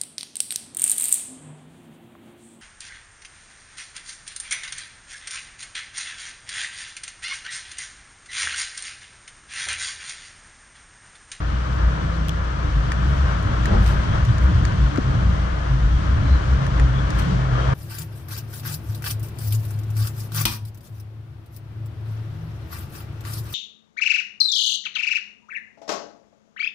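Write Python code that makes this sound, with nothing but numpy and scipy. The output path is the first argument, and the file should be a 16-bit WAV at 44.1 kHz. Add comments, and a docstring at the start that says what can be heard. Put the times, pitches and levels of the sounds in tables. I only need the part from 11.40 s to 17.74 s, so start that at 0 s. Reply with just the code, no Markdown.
"""A carriage body booms and drones inside a passenger train rolling at steady speed, heard close to a window.
Boom and drone are wavering sine notes that jolts swell, over a rumble of coloured noise from the floor.
Wheel roar, bogie growl and a hiss of air are coloured noise; rough patches add shudder, growling notes and grinding.
Trim ticks are snaps of noise with ringing modes, squeaks are unsteady notes, soft high bursts and crackles are noise.
One deep bump is a swelling low note and one soft knock is a sinking one."""
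import sys
import numpy as np
from scipy import signal
from scipy.fft import rfft, irfft, next_fast_len
from scipy.io import wavfile
from scipy.ndimage import uniform_filter1d

SR = 44100
rng = np.random.default_rng(int(sys.argv[2]) if len(sys.argv) > 2 else 0)


def put_to_file(sound):
    """Save the sound as 16-bit audio at rate SR, in the file named by the first command-line argument."""
    columns = np.atleast_2d(sound).T  # one column per channel
    safe = np.clip(columns, -1, 1)
    whole_steps = np.round(safe * 32767)
    wavfile.write(sys.argv[1], SR, whole_steps.astype(np.int16))


N = 279594  # length of the scene in samples

# how the two microphone ports hear the cabin:
# [f/Hz, likeness 0-1, phase by which left leads/rad, left minus right/dB]
PORTS = [(58, 1, 0, 1.3), (146, 0.98, -0.5, 0), (191.5, 1, -1, 0.5), (251.6, 0.5, 2.5, 11.5),
         (289.8, 0.99, -2, -3.5), (367, 0.14, 1.14, 3.5), (510, .15, 3.5, -1.5), (633, 0.3, 3.5, 4.5),
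         (804, 0.48, 3.5, -1), (1090, 0.8, 4.5, 4.5), (1350, 0.4, 3.5, 8.5), (2000, 0.2, 6, 3.5),
         (2740, 0, 2, 3), (6000, 0, 1, 10), (8900, .15, 3, 0), (12000, .5, 0, 0)]
# unevenness of the track, before each layer's own scaling: [t/s, level/dB]
UNEVENNESS = [(0, -35.5), (0.5, -33.5), (0.9, -37), (1.12, -37), (1.7, -31), (2.0, -34.5), (2.35, -29),
              (2.52, -30), (2.95, -32), (3.22, -27.5), (3.53, -32.5), (3.82, -29.5), (4.2, -35.5),
              (4.52, -32), (4.78, -30.5), (5.0, -30.5), (5.62, -33), (5.9, -28), (6.1, -35.5)]
# strength of the wheels rolling on the rail, before each layer's own scaling: [t/s, level/dB]
ROLLING = [(0, -38), (0.5, -37), (1.2, -37), (1.65, -35.5), (1.9, -34), (2.03, -36), (2.37, -34),
           (2.6, -35), (2.75, -34.5), (2.95, -36), (3.35, -36), (4.35, -37), (5.2, -36.5), (5.7, -36),
           (5.81, -33.5), (5.92, -36), (6.1, -37), (6.2, -33.5), (6.34, -34)]
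UNEVEN_USUAL_DB, ROLLING_USUAL_DB = -31, -37
BOOM_HZ, DRONE_HZ = 58.7, 129.7


def amp(db):
    """Decibels to gain."""
    return 10 ** (np.asarray(db) / 20)


def read(table, hz, axis=1):
    """One column of a table, interpolated over log frequency."""
    table = np.array(table, float)
    return np.interp(np.log(hz + 1), np.log(table[:, 0] + 1), table[:, axis])


def level(curve, usual_db=0, follow=1):
    """A dB curve as a gain for every sample; follow scales its swings about the usual level."""
    s, db = np.transpose(curve)
    curve_db = np.interp(np.arange(N) / SR, s, db)
    return amp(follow * (curve_db - usual_db))


def bins():
    """Frequencies of a spectrum that spans the whole scene."""
    return np.fft.rfftfreq(next_fast_len(N, True), 1 / SR)


def white():
    """Spectrum of white noise."""
    return rfft(rng.standard_normal(next_fast_len(N, True)))


def colour(points, axis=1):
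    """Gain of a spectrum, falling steeply beyond its last point."""
    steep_fall = 1 + (bins() / (1.3 * points[-1][0])) ** 8
    return amp(read(points, bins(), axis)) / steep_fall


def add(mix, s, sound):
    """Mixes a sound in at time s, or at the very start if s is negative."""
    part = mix[max(round(s * SR), 0):][:len(sound)]
    part += sound[:len(part)]


def wander(rate_hz):
    """Chance movement of rms 1, smoothed to about rate_hz."""
    x = irfft(white() * np.exp(-(bins() / rate_hz) ** 2))[:N]
    return x / x.std()


def swell_at(s, half_s):
    """Start time and gain of a bell-shaped swell that peaks at s and is down to 1/e at half_s either side."""
    t = np.arange(-3 * half_s, 3 * half_s, 1 / SR)
    return s + t[0], np.exp(-(t / half_s) ** 2)


def cabin_noise(gain):
    """Coloured noise as the two ports hear it, alike or apart by frequency; their mean has rms 1."""
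    same, lead, balance_db = (read(PORTS, bins(), axis=k + 1) for k in range(3))
    same = np.clip(same, 0, 1)
    a, b = white(), white()
    left = a * amp(balance_db / 2)
    partly_alike = same * a + np.sqrt(1 - same ** 2) * b
    right = partly_alike * np.exp(-1j * lead) * amp(-balance_db / 2)
    # size of the two ports summed, so that the gain holds for their mean
    centre = np.sqrt(amp(balance_db) + amp(-balance_db) + 2 * same * np.cos(lead))
    x = irfft(np.array([left, right]) * gain / centre)[:, :N]
    return x / x.mean(0).std()


def body_mode(hz, width_hz, hold_s):
    """A randomly driven resonance whose strength is held even over hold_s."""
    detune = (bins() ** 2 - hz ** 2) / ((bins() + 1) * width_hz)
    x = cabin_noise(1 / (1 + detune ** 2))  # the resonance applied twice: steep skirts
    power = x.mean(0) ** 2
    size = max(int(hold_s * SR), 1)
    smooth_power = uniform_filter1d(uniform_filter1d(power, size), size)
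    return x / np.sqrt(smooth_power + 1e-6)


def body_note(hz, waver, waver_hz):
    """One unbroken low note that wanders a little in pitch, at the two ports; rms about 1."""
    cycles = np.cumsum(hz * (1 + waver * wander(waver_hz))) / SR
    phase = 2 * np.pi * (rng.random() + cycles)
    lead, balance_db = read(PORTS, np.mean(hz), axis=2), read(PORTS, np.mean(hz), axis=3)
    left = amp(balance_db / 2) * np.sin(phase)
    right = amp(-balance_db / 2) * np.sin(phase - lead)
    return np.sqrt(2) * np.array([left, right])


def unsteady_note(hz, size, waver, waver_hz):
    """A short note whose pitch and strength waver by chance; rms about 1."""
    smooth = np.exp(-(np.fft.rfftfreq(SR, 1 / SR) / waver_hz) ** 2)
    chance = irfft(rfft(rng.standard_normal((2, SR))) * smooth)
    pitch, strength = (np.resize(v / v.std(), size) for v in chance)
    phase = 2 * np.pi * np.cumsum(hz * (1 + waver * pitch)) / SR
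    return np.sqrt(2) * amp(2 * strength) * np.sin(phase)


def bursts(rows, spectrum):
    """Bursts of coloured noise that rise in a straight line, then die away exponentially."""
    swell = np.zeros(N)
    t = np.arange(SR) / SR
    for s, db, rise, t60 in rows:
        decay = amp(db - 60 * np.maximum(t - rise, 0) / t60)
        add(swell, s, np.minimum(t / rise, 1) * decay)
    return swell * cabin_noise(colour(spectrum))


def air(hiss_db=-44.5, flutter_db=0.5):
    """Air rushing along the window: hiss that swells with the rolling noise and the uneven track."""
    # hiss of the air: [f/Hz, level per Hz/dB]
    hiss = [(1500, -3.5), (2500, -3), (3100, 1.5), (3800, -4), (4500, -5.5), (5200, -8.5), (5900, -7.5),
            (7500, -17), (9000, -20), (10500, -38.5), (16000, -35.5)]
    swell = level(ROLLING, ROLLING_USUAL_DB, follow=0.86) * level(UNEVENNESS, UNEVEN_USUAL_DB, follow=0.19)
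    flutter = amp(flutter_db * wander(rate_hz=13))
    return amp(hiss_db) * swell * cabin_noise(colour(hiss)) * flutter


def machinery():
    """Hum of the car's machinery: narrow, slightly wavering resonances."""
    # steady hum lines: [f/Hz, rms level/dB]
    hum = [(87.6, -32), (301, -48.5)]
    return sum(amp(db) * body_mode(hz, width_hz=3.8, hold_s=0.12) for hz, db in hum)


def soft_high_bursts():
    """Soft high noise bursts, the first barely audible, with a quick random grain in their level."""
    # soft high bursts, level before the grain: [t/s, level/dB, rise/s, t60/s]
    burst_rows = [(.3, -60, .04, 0.31), (1.64, -55, 0.073, 0.32), (2.38, -49.5, 0.051, 0.32),
                  (2.459, -36.5, 0.005, 0.27), (3.0, -49, .035, 0.14), (5.735, -47, 0.05, 0.46),
                  (5.783, -43.5, 0.0084, 0.13)]
    # tone of the bursts: [f/Hz, level per Hz/dB]
    burst_tone = [(1200, 2), (1750, 9.5), (2800, 9.5), (4500, 4.5), (6300, 3), (7600, -2.5), (9000, 3.5),
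                  (10400, -19.5), (12000, 2), (13500, -20), (16000, -15)]
    grain = amp(3.2 * wander(rate_hz=200))
    return bursts(burst_rows, burst_tone) * grain


def squeaks(right_db=-8.0):
    """Rubbing fittings on the left sing briefly on one unsteady note."""
    # faint squeaks, level midway between the ports: [t of peak/s, half length/s, f/Hz, level/dB]
    squeals = [(2.123, 0.057, 3280, -53), (2.719, .08, 3210, -47), (4.551, 0.047, 3200, -52.5),
               (4.918, .07, 4050, -48), (5.588, 0.011, 3440, -45), (5.574, 0.055, 3394, -48),
               (5.864, .04, 3246, -50), (6.22, .08, 3130, -47)]
    out = np.zeros((2, N))
    for s, half_s, hz, db in squeals:
        start, swell = swell_at(s, half_s)
        for port, port_db in enumerate((-right_db / 2, right_db / 2)):
            note = unsteady_note(hz, len(swell), waver=0.023, waver_hz=160)
            add(out[port], start, amp(db + port_db) * swell * note)
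    return out


def crackles():
    """Two quick, dry crackles: noise bursts lasting a few milliseconds."""
    # crackles: [t/s, level/dB, rise/s, t60/s]
    crackle_rows = [(.8835, -28, 0.0012, 0.008), (.8925, -27, 0.0013, 0.009)]
    # tone of the crackles: [f/Hz, level per Hz/dB]
    crackle_tone = [(1200, -10), (2000, 4), (2450, -1), (3200, 9), (4200, -4), (5800, 0), (7600, -10),
                    (8900, -1), (10500, -16), (12300, -6), (16000, -17)]
    return bursts(crackle_rows, crackle_tone)


def trim_ticks(snap_db=0.0, ring_db=10.5, snap_t60=0.016, tail_db=-18, tail_t60=0.11, lag_s=0.00055):
    """A joint slips with a short snap and rings its panel; the right port hears it first."""
    # ticks, panel gain before ring_db: [t/s, level/dB, panel gain/dB, left minus right/dB, panel pitch ratio]
    ticks = [(1.5185, -28, 8, 0, 1.017), (2.026, -38, -8, -10, 1), (2.256, -25.5, 3.5, -1, 1.01),
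             (2.8503, -32, -1, -3, 1.1), (2.9814, -33, 2, -2, 0.92), (3.251, -26.5, 2.5, 1.5, 1),
             (3.5591, -36, 5, -4, 1.2), (3.574, -39, 12.5, 9, .82), (5.2656, -32.5, 3, -2, 1.04),
             (5.397, -31.5, 6, 1, 1.08), (5.7035, -29, -1, 1.5, 1.02)]
    # what the trim rings with, f before the pitch ratio: [f/Hz, relative level/dB, t60/s]
    modes = [(1200, -1, 0.008), (1756, 1.5, 0.0087), (2180, -5.5, 0.0077), (2570, -9, 0.008),
             (4830, -14.5, 0.01), (6480, -22, 0.01)]
    # tone of the snap: [f/Hz, left level per Hz/dB, right level per Hz/dB]
    snap_tone = [(500, -4, -6), (1200, -3, -3), (2500, 9, -2), (3600, 2, -1), (4700, 7.5, -7),
                 (5500, 2, -8), (6700, 8, -3), (7900, -2, -9), (9040, -7, 2), (10300, -11, -16),
                 (13400, -20, -15), (16000, -24, -25)]
    t = np.arange(SR // 12) / SR
    out = np.zeros((2, N))
    grit = irfft(np.array([white() * colour(snap_tone, axis=1), white() * colour(snap_tone, axis=2)]))
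    grit /= grit.std()
    onset = np.minimum(t / 0.0008, 1)
    fade = amp(snap_db - 60 * t / snap_t60) + amp(tail_db - 60 * t / tail_t60)
    for s, db, panel_db, pan_db, pitch in ticks:
        ring = sum(amp(mode_db - 60 * t / t60) * np.sin(2 * np.pi * hz * pitch * t)
                   for hz, mode_db, t60 in modes)
        for port, side in enumerate((1, -1)):
            snap = grit[port, round(s * SR):][:len(t)] * fade
            tick = onset * (snap + amp(ring_db + panel_db) * ring)
            add(out[port], s + lag_s * (side > 0), amp(db + side * pan_db / 2) * tick)
    return out


def knock(s=3.5797, db=-9.5, start_hz=560, end_hz=225, glide_s=0.00403, peak_s=0.0067,
          overtone_db=-17, lag_s=0.00035, right_db=-5.0):
    """A soft knock on a padded panel: a few lopsided cycles that sink in pitch, softer but sooner on the right."""
    t = np.arange(SR // 12) / SR
    hz = end_hz + (start_hz - end_hz) * np.exp(-t / glide_s)
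    phase = 2 * np.pi * np.cumsum(hz) / SR
    swell = (t / peak_s * np.exp(1 - t / peak_s)) ** 3
    thud = amp(db) * swell * (np.sin(phase) + amp(overtone_db) * np.cos(2 * phase))
    out = np.zeros((2, N))
    add(out[0], s, thud)
    add(out[1], s - lag_s, amp(right_db) * thud)
    return out


def bump(s=2.898, half_s=0.025, hz=116, db=-12.5):
    """One short, deep bump comes up through the floor: a low note under a bell-shaped swell."""
    start, swell = swell_at(s, half_s)
    gain = np.zeros(N)
    add(gain, start, amp(db) * swell)
    return gain * body_note(hz, waver=0.0403, waver_hz=29.9)


def rough_rail():
    """Each rough patch shakes the floor, makes the bogie growl on one note and grinds under the wheels."""
    # rough patches, grinding before its chatter: [t of peak/s, half length/s, floor shudder/dB,
    # growl f/Hz, growl level/dB, grinding level/dB]
    patches = [(.74, 0.258, -50, 160.2, -30.5, -51), (2.098, 0.051, -20, 285, -34.5, -39.5),
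               (2.33, 0.052, -18.5, 215.8, -26, -29.5), (2.431, 0.037, -23, 175, -34, -41),
               (2.75, .2, -24, 170.2, -36, -50), (3.22, 0.16, -21, 172, -31, -46.5),
               (3.83, 0.12, -22.5, 160, -30, -53), (4.759, 0.086, -18.5, 191, -45, -53),
               (4.86, .06, -37, 269, -34.5, -43), (5.41, 0.049, -34.5, 269.4, -37, -36.5),
               (5.91, 0.068, -35, 178, -26.5, -35.5), (6.196, .035, -32, 345, -42, -35.5),
               (6.298, 0.048, -22, 350, -44, -38)]
    # tone of the floor's shudder: [f/Hz, level per Hz/dB]
    shudder_tone = [(45, -32), (70, -11), (86, -4), (104, -6.5), (118, -8.5), (150, -30)]
    # tone of the grinding: [f/Hz, level per Hz/dB]
    grind_tone = [(150, -16.5), (260, -4), (350, 2), (520, 1.5), (850, -4), (1500, -14), (2200, -19.5),
                  (4500, -27.5)]
    shudder, growl, grind = np.zeros((3, N))
    chatter = amp(2.7 * wander(rate_hz=160) - 1.5)
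    for s, half_s, floor_db, hz, growl_db, grind_db in patches:
        start, swell = swell_at(s, half_s)
        add(shudder, start, amp(floor_db) * swell)
        add(grind, start, amp(grind_db) * swell)
        note = unsteady_note(hz, len(swell), waver=0.0593, waver_hz=36.5)
        add(growl, start, amp(growl_db) * swell * note)
    shaking = shudder * cabin_noise(colour(shudder_tone))
    grinding = grind * chatter * cabin_noise(colour(grind_tone))
    return shaking + growl + grinding  # the growl is the same at both ports


def wheels(flutter_db=1.0):
    """Rolling roar over the growl of the bogie, fluttering with the grain of the rail."""
    # tone of the wheels' roar: [f/Hz, level per Hz/dB]
    roar_tone = [(500, -10), (780, -11), (1060, -1.5), (1350, -1), (1720, -4), (1950, -10), (2300, -13.5),
                 (4000, -42)]
    # tone of the bogie's growl: [f/Hz, level per Hz/dB]
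    bogie_tone = [(180, -3.5), (290, 0), (370, -1.5), (500, 1), (640, 2), (780, -5), (1200, -17.5)]
    # strength of the bogie's growl, before the flutter: [t/s, level/dB]
    bogie_level = [(0, -44), (.7, -41), (1.15, -43.5), (1.7, -39), (2.0, -40.5), (2.45, -38), (2.9, -40.5),
                   (3.7, -40), (4.3, -41), (5.6, -40), (6.0, -39.5), (6.34, -36)]
    roar = amp(-0.05) * level(ROLLING) * cabin_noise(colour(roar_tone))
    growl = level(bogie_level) * cabin_noise(colour(bogie_tone))
    return (roar + growl) * amp(flutter_db * wander(rate_hz=12))


def jolted(rise_s=0.0471, fall_s=0.0386):
    """Each jolt from the track swells the boom and the drone, and pulls the boom towards its own pitch."""
    # jolts, levels before the trims in car_body: [t of peak/s, boom level/dB, drone level/dB, boom f/Hz]
    jolts = [(0.465, -13.5, -33, 58.2), (1.38, -16, -29, 53), (1.71, -17.5, -23.5, 69.5),
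             (1.83, -14, -47, 63.7), (2.40, -14, -32, 51.1), (2.49, -14.5, -29, 60.8),
             (3.16, -20, -19.5, 70.06), (3.45, -13.5, -19.5, 58.5), (3.88, -13, -42, 55.93),
             (4.02, -21.5, -31, 59.2), (4.329, -17, -18.5, 57), (4.45, -13, -50, 56.56),
             (4.55, -14, -41, 56), (4.941, -11.5, -45, 66), (5.13, -13, -44.5, 62),
             (5.44, -12, -19.5, 60.2)]
    boom, drone, bend_hz = np.zeros((3, N))
    for s, boom_db, drone_db, hz in jolts:
        t = np.arange(N) / SR - s
        swell = np.exp(-(t / np.where(t < 0, rise_s, fall_s)) ** 2)
        boom += amp(boom_db) * swell
        drone += amp(drone_db) * swell
        bend_hz += (hz - BOOM_HZ) * np.sqrt(swell)
    return boom, drone, bend_hz


def car_body(boom_db=-23, boom_sway_db=3.5, drone_sway_db=2.5):
    """Body boom, panel drone over an octave higher and floor rumble; smooth track holds both notes steadier."""
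    # tone of the floor's rumble: [f/Hz, level per Hz/dB]
    rumble_tone = [(12, -29.5), (28, 0), (42, -1), (70, -2.5), (92, 0.5), (112, -0.5), (165, -2),
                   (205, -7.5), (248, -17.5), (298, -13), (380, -23.5), (700, -54.5)]
    # strength of the panel's drone, before sway, jolts and trim: [t/s, level/dB]
    drone_level = [(0, -31.5), (.72, -33), (1.02, -38), (1.6, -30), (1.9, -36), (2.2, -29.5), (2.85, -29),
                   (3.02, -37), (3.15, -26), (3.9, -27), (4.1, -44), (4.22, -28.5), (4.55, -33), (5.3, -25),
                   (5.6, -23.5), (5.92, -27.5), (6.05, -20), (6.3, -20.5)]
    boom_swell, drone_swell, bend_hz = jolted()
    unrest = level(UNEVENNESS, UNEVEN_USUAL_DB, follow=1.084)

    boom_sway = boom_sway_db * np.minimum(unrest, 1) * wander(rate_hz=10)
    shaking = amp(boom_db + boom_sway) * level(UNEVENNESS, UNEVEN_USUAL_DB, follow=0.32)
    boom_note = body_note(BOOM_HZ + bend_hz, waver=0.053 * unrest, waver_hz=12.8)
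    boom = amp(-0.5) * np.hypot(shaking, boom_swell) * boom_note

    buzzing = level(drone_level) * amp(drone_sway_db * wander(rate_hz=8.3))
    drone_note = body_note(DRONE_HZ, waver=0.0401 * unrest, waver_hz=11)
    drone = amp(-0.85) * np.hypot(buzzing, drone_swell) * drone_note

    rumble = amp(6.0) * level(UNEVENNESS) * cabin_noise(colour(rumble_tone))
    return boom + drone + rumble


def scene():
    """The running noise of the train and the small sounds in the carriage."""
    running = air() + machinery() + wheels() + rough_rail() + car_body()
    small_sounds = soft_high_bursts() + squeaks() + crackles() + trim_ticks()
    return running + small_sounds + knock() + bump()


def record(dry, edge_hz=15900):
    """A steep upper band limit, run both ways to keep the timing, with a soft start and stop."""
    soft = dry * signal.windows.tukey(N, 0.0015)
    band_limit = signal.cheby1(12, 0.05, edge_hz, fs=SR, output="sos")
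    return signal.sosfiltfilt(band_limit, soft)


dry = scene()
out = record(dry)
put_to_file(out)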